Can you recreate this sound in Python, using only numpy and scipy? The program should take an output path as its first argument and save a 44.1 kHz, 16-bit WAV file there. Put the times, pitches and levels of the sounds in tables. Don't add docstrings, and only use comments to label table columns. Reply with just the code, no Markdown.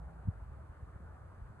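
import sys
import numpy as np
from scipy import signal
from scipy.fft import rfft, irfft
from scipy.io import wavfile

SR = 44100
rng = np.random.default_rng(int(sys.argv[2]) if len(sys.argv) > 2 else 0)


def waveform_to_disk(signal):
    frames = np.transpose(np.atleast_2d(signal))
    scaled = np.clip(frames, -1, 1) * 32767
    samples = np.round(scaled).astype(np.int16)
    wavfile.write(sys.argv[1], SR, samples)


N = 70560


def from_db(db):
    return 10 ** (np.asarray(db) / 20)


def unit_rms(x):
    return x / np.sqrt(np.mean(x ** 2) + 1e-20)


def fader(rows):
    return from_db(np.interp(np.arange(N) / SR, *np.transpose(rows)))


def at_hz(points, hz):
    freqs, values = np.transpose(points)
    return np.interp(np.log(hz), np.log(freqs), values)


def drift(per_s):
    hop, settle = 40, 2000
    pole = np.exp(-2 * np.pi * per_s * hop / SR)
    noise = rng.standard_normal(N // hop + settle + 2)
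    slow = signal.lfilter([1], [1, -2 * pole, pole * pole], noise)[settle:]
    return np.interp(np.arange(N) / hop, np.arange(len(slow)), unit_rms(slow))


def band_noise(low_hz, high_hz, correlation):
    band = signal.butter(2, [low_hz, high_hz], "band", fs=SR, output="sos")
    mid, side = signal.sosfilt(band, rng.standard_normal((2, N + SR // 2)))[:, -N:]
    return np.sqrt(1 + correlation) * mid + np.sqrt(1 - correlation) * np.array([side, -side])


def turbulence(eq, stereo, edges_hz, flicker_db, flicker_per_s):
    out, together = 0, drift(flicker_per_s)
    for low, high in zip(edges_hz, edges_hz[1:]):
        centre_hz = np.sqrt(low * high)
        flicker = flicker_db * (.5 * together + drift(flicker_per_s))
        gain = from_db(at_hz(eq, centre_hz) + flicker)
        out = out + gain * band_noise(low, high, at_hz(stereo, centre_hz))
    return unit_rms(out)


def delay_right(pair, lag_ms):
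    left, right = pair
    phase_shift = np.exp(-2j * np.pi * np.fft.rfftfreq(2 * N, 1 / SR) * lag_ms / 1000)
    mirrored = np.concatenate([right, right[::-1]])
    return np.array([left, irfft(rfft(mirrored) * phase_shift)[:N]])


# frequency in Hz, relative level in dB.
HISS_EQ = [(3000, -1), (4200, -2), (5500, -5.5), (7000, -5), (8500, -3.5), (10300, -2), (11500, -9),
           (14000, -7), (16000, -7)]
# frequency in Hz, left-right correlation (1 is mono).
HISS_STEREO = [(3200, 0.75), (4200, 0.039), (5300, 1), (8000, 1), (14000, 1)]


def hiss():
    edges_hz = np.geomspace(3000, 16000, 13)
    air = turbulence(HISS_EQ, HISS_STEREO, edges_hz, flicker_db=.24, flicker_per_s=11)
    return from_db(-84) * delay_right(air, lag_ms=.12)


# midpoint in seconds, length in seconds, peak level in dB,
# pitch in Hz, glide in Hz per second.
HUM_NOTES = [(0.022, 0.13, -44.5, 59.3, -6), (0.076, 0.25, -55.5, 162.7, 5), (0.169, 0.14, -65, 122.9, 5.5),
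             (0.204, 0.13, -46, 58.3, 3), (0.402, 0.25, -49.5, 53.82, 0.5),
             (0.549, 0.072, -45.5, 73.77, 107)]


def hum():
    fade_s, waver_hz = .016, .89
    out, t = np.zeros(N), np.arange(N) / SR
    for middle, length, db, hz, glide in HUM_NOTES:
        pitch = hz + glide * np.clip(t - middle, -length, length) + waver_hz * drift(per_s=4.7)
        cycles = np.cumsum(pitch) / SR + rng.random()
        ramp = np.clip((length / 2 - np.abs(t - middle)) / fade_s + .5, 0, 1)
        envelope = np.sin(np.pi / 2 * ramp) ** 2
        out += from_db(db) * envelope * np.sin(2 * np.pi * cycles)
    return delay_right([out, out], lag_ms=-.6)


# start in seconds, envelope peak in dB, starting pitch in Hz.
HANDLING_BUMPS = [(0.2511, -38.5, 104.6), (0.2724, -30, 144), (0.282, -20.5, 121.1), (0.417, -40, 92),
                  (0.692, -40, 79.7), (0.825, -38.5, 87.7), (0.94, -40.5, 83), (0.9571, -42, 121),
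                  (1.003, -47.5, 190), (1.051, -43.5, 86), (1.414, -38.5, 72.4), (1.502, -42, 121)]


def handling_bumps():
    attack_cycles, decay_cycles, sag_per_s = .65, .85, 21.2
    out = np.zeros(N)
    for start, db, hz in HANDLING_BUMPS:
        age = np.maximum(np.arange(N) / SR - start, 0)
        cycles = hz * np.log1p(sag_per_s * age) / sag_per_s
        attack = np.sin(np.pi / 2 * np.minimum(cycles / attack_cycles, 1)) ** 2
        decay = np.exp(-np.maximum(cycles - attack_cycles, 0) / decay_cycles)
        out += from_db(db) * attack * decay * np.sin(2 * np.pi * cycles)
    return delay_right([out, out], lag_ms=-.65)


# frequency in Hz, relative level in dB.
WIND_EQ = [(20, -45), (30, -22), (42, -4.5), (60, 3.5), (80, 3), (120, -6), (170, -11.5), (240, -21.5),
           (400, -45.5)]
# frequency in Hz, left-right correlation.
WIND_STEREO = [(40, .93), (90, 0.97), (200, 0.99)]
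# time in seconds, gain in dB.
WIND_FADER = [(0, -49), (.11, -56.5), (.21, -51), (.36, -53), (.5, -50.5), (.63, -51), (.665, -57),
              (.71, -49.5), (.76, -56.5), (.81, -50.5), (.92, -52.5), (1.1, -51.5), (1.18, -53),
              (1.26, -52.5), (1.32, -56), (1.39, -49.5), (1.6, -54.5)]


def wind():
    edges_hz = np.geomspace(20, 400, 13)
    eddies = turbulence(WIND_EQ, WIND_STEREO, edges_hz, flicker_db=.6, flicker_per_s=34)
    low_cut = signal.butter(2, 36, "high", fs=SR, output="sos")
    rumble = signal.sosfilt(low_cut, eddies)
    return fader(WIND_FADER) * delay_right(rumble, lag_ms=-.6)


# frequency in Hz, relative level in dB.
RIVER_EQ = [(150, -35.5), (250, -5.5), (346, -2), (483, -2.5), (641, -1), (833, -4), (1050, -3), (1330, -2),
            (1610, -7), (1990, -18), (3050, -30.5), (3960, -58.5), (6710, -120)]
# frequency in Hz, left-right correlation.
RIVER_STEREO = [(250, 1), (500, 0.27), (900, 0.37), (1600, 0.81), (2300, 0.12), (4000, .1)]
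# time in seconds, boost or cut in dB.
RIVER_TREBLE_FADER = [(0, -3.5), (.18, -2), (.4, 1), (.8, 0), (1.17, -2.5), (1.27, -1.5), (1.42, 1),
                      (1.6, -1.5)]
# time in seconds, level in dB.
RIVER_BODY_FADER = [(0, -64), (.12, -63), (.3, -69.5), (.8, -84.5), (1.6, -85.5)]


def river():
    edges_hz = np.geomspace(220, 4200, 19)
    splashes = turbulence(RIVER_EQ, RIVER_STEREO, edges_hz, flicker_db=1.7, flicker_per_s=12)
    rush = from_db(-61.5) * splashes
    high_pass = signal.butter(3, 1630, "high", fs=SR, output="sos")
    treble = signal.sosfiltfilt(high_pass, rush, padtype="even")
    rush += (fader(RIVER_TREBLE_FADER) - 1) * treble
    body = fader(RIVER_BODY_FADER) * unit_rms(band_noise(585, 874, correlation=.23))
    return delay_right(rush + body, lag_ms=.11)


def scene():
    return river() + hiss() + wind() + hum() + handling_bumps()


def record(dry):
    high_cut = signal.cheby2(12, 70, 16000, fs=SR, output="sos")
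    return signal.sosfilt(high_cut, dry)


dry = scene()
out = record(dry)
waveform_to_disk(out)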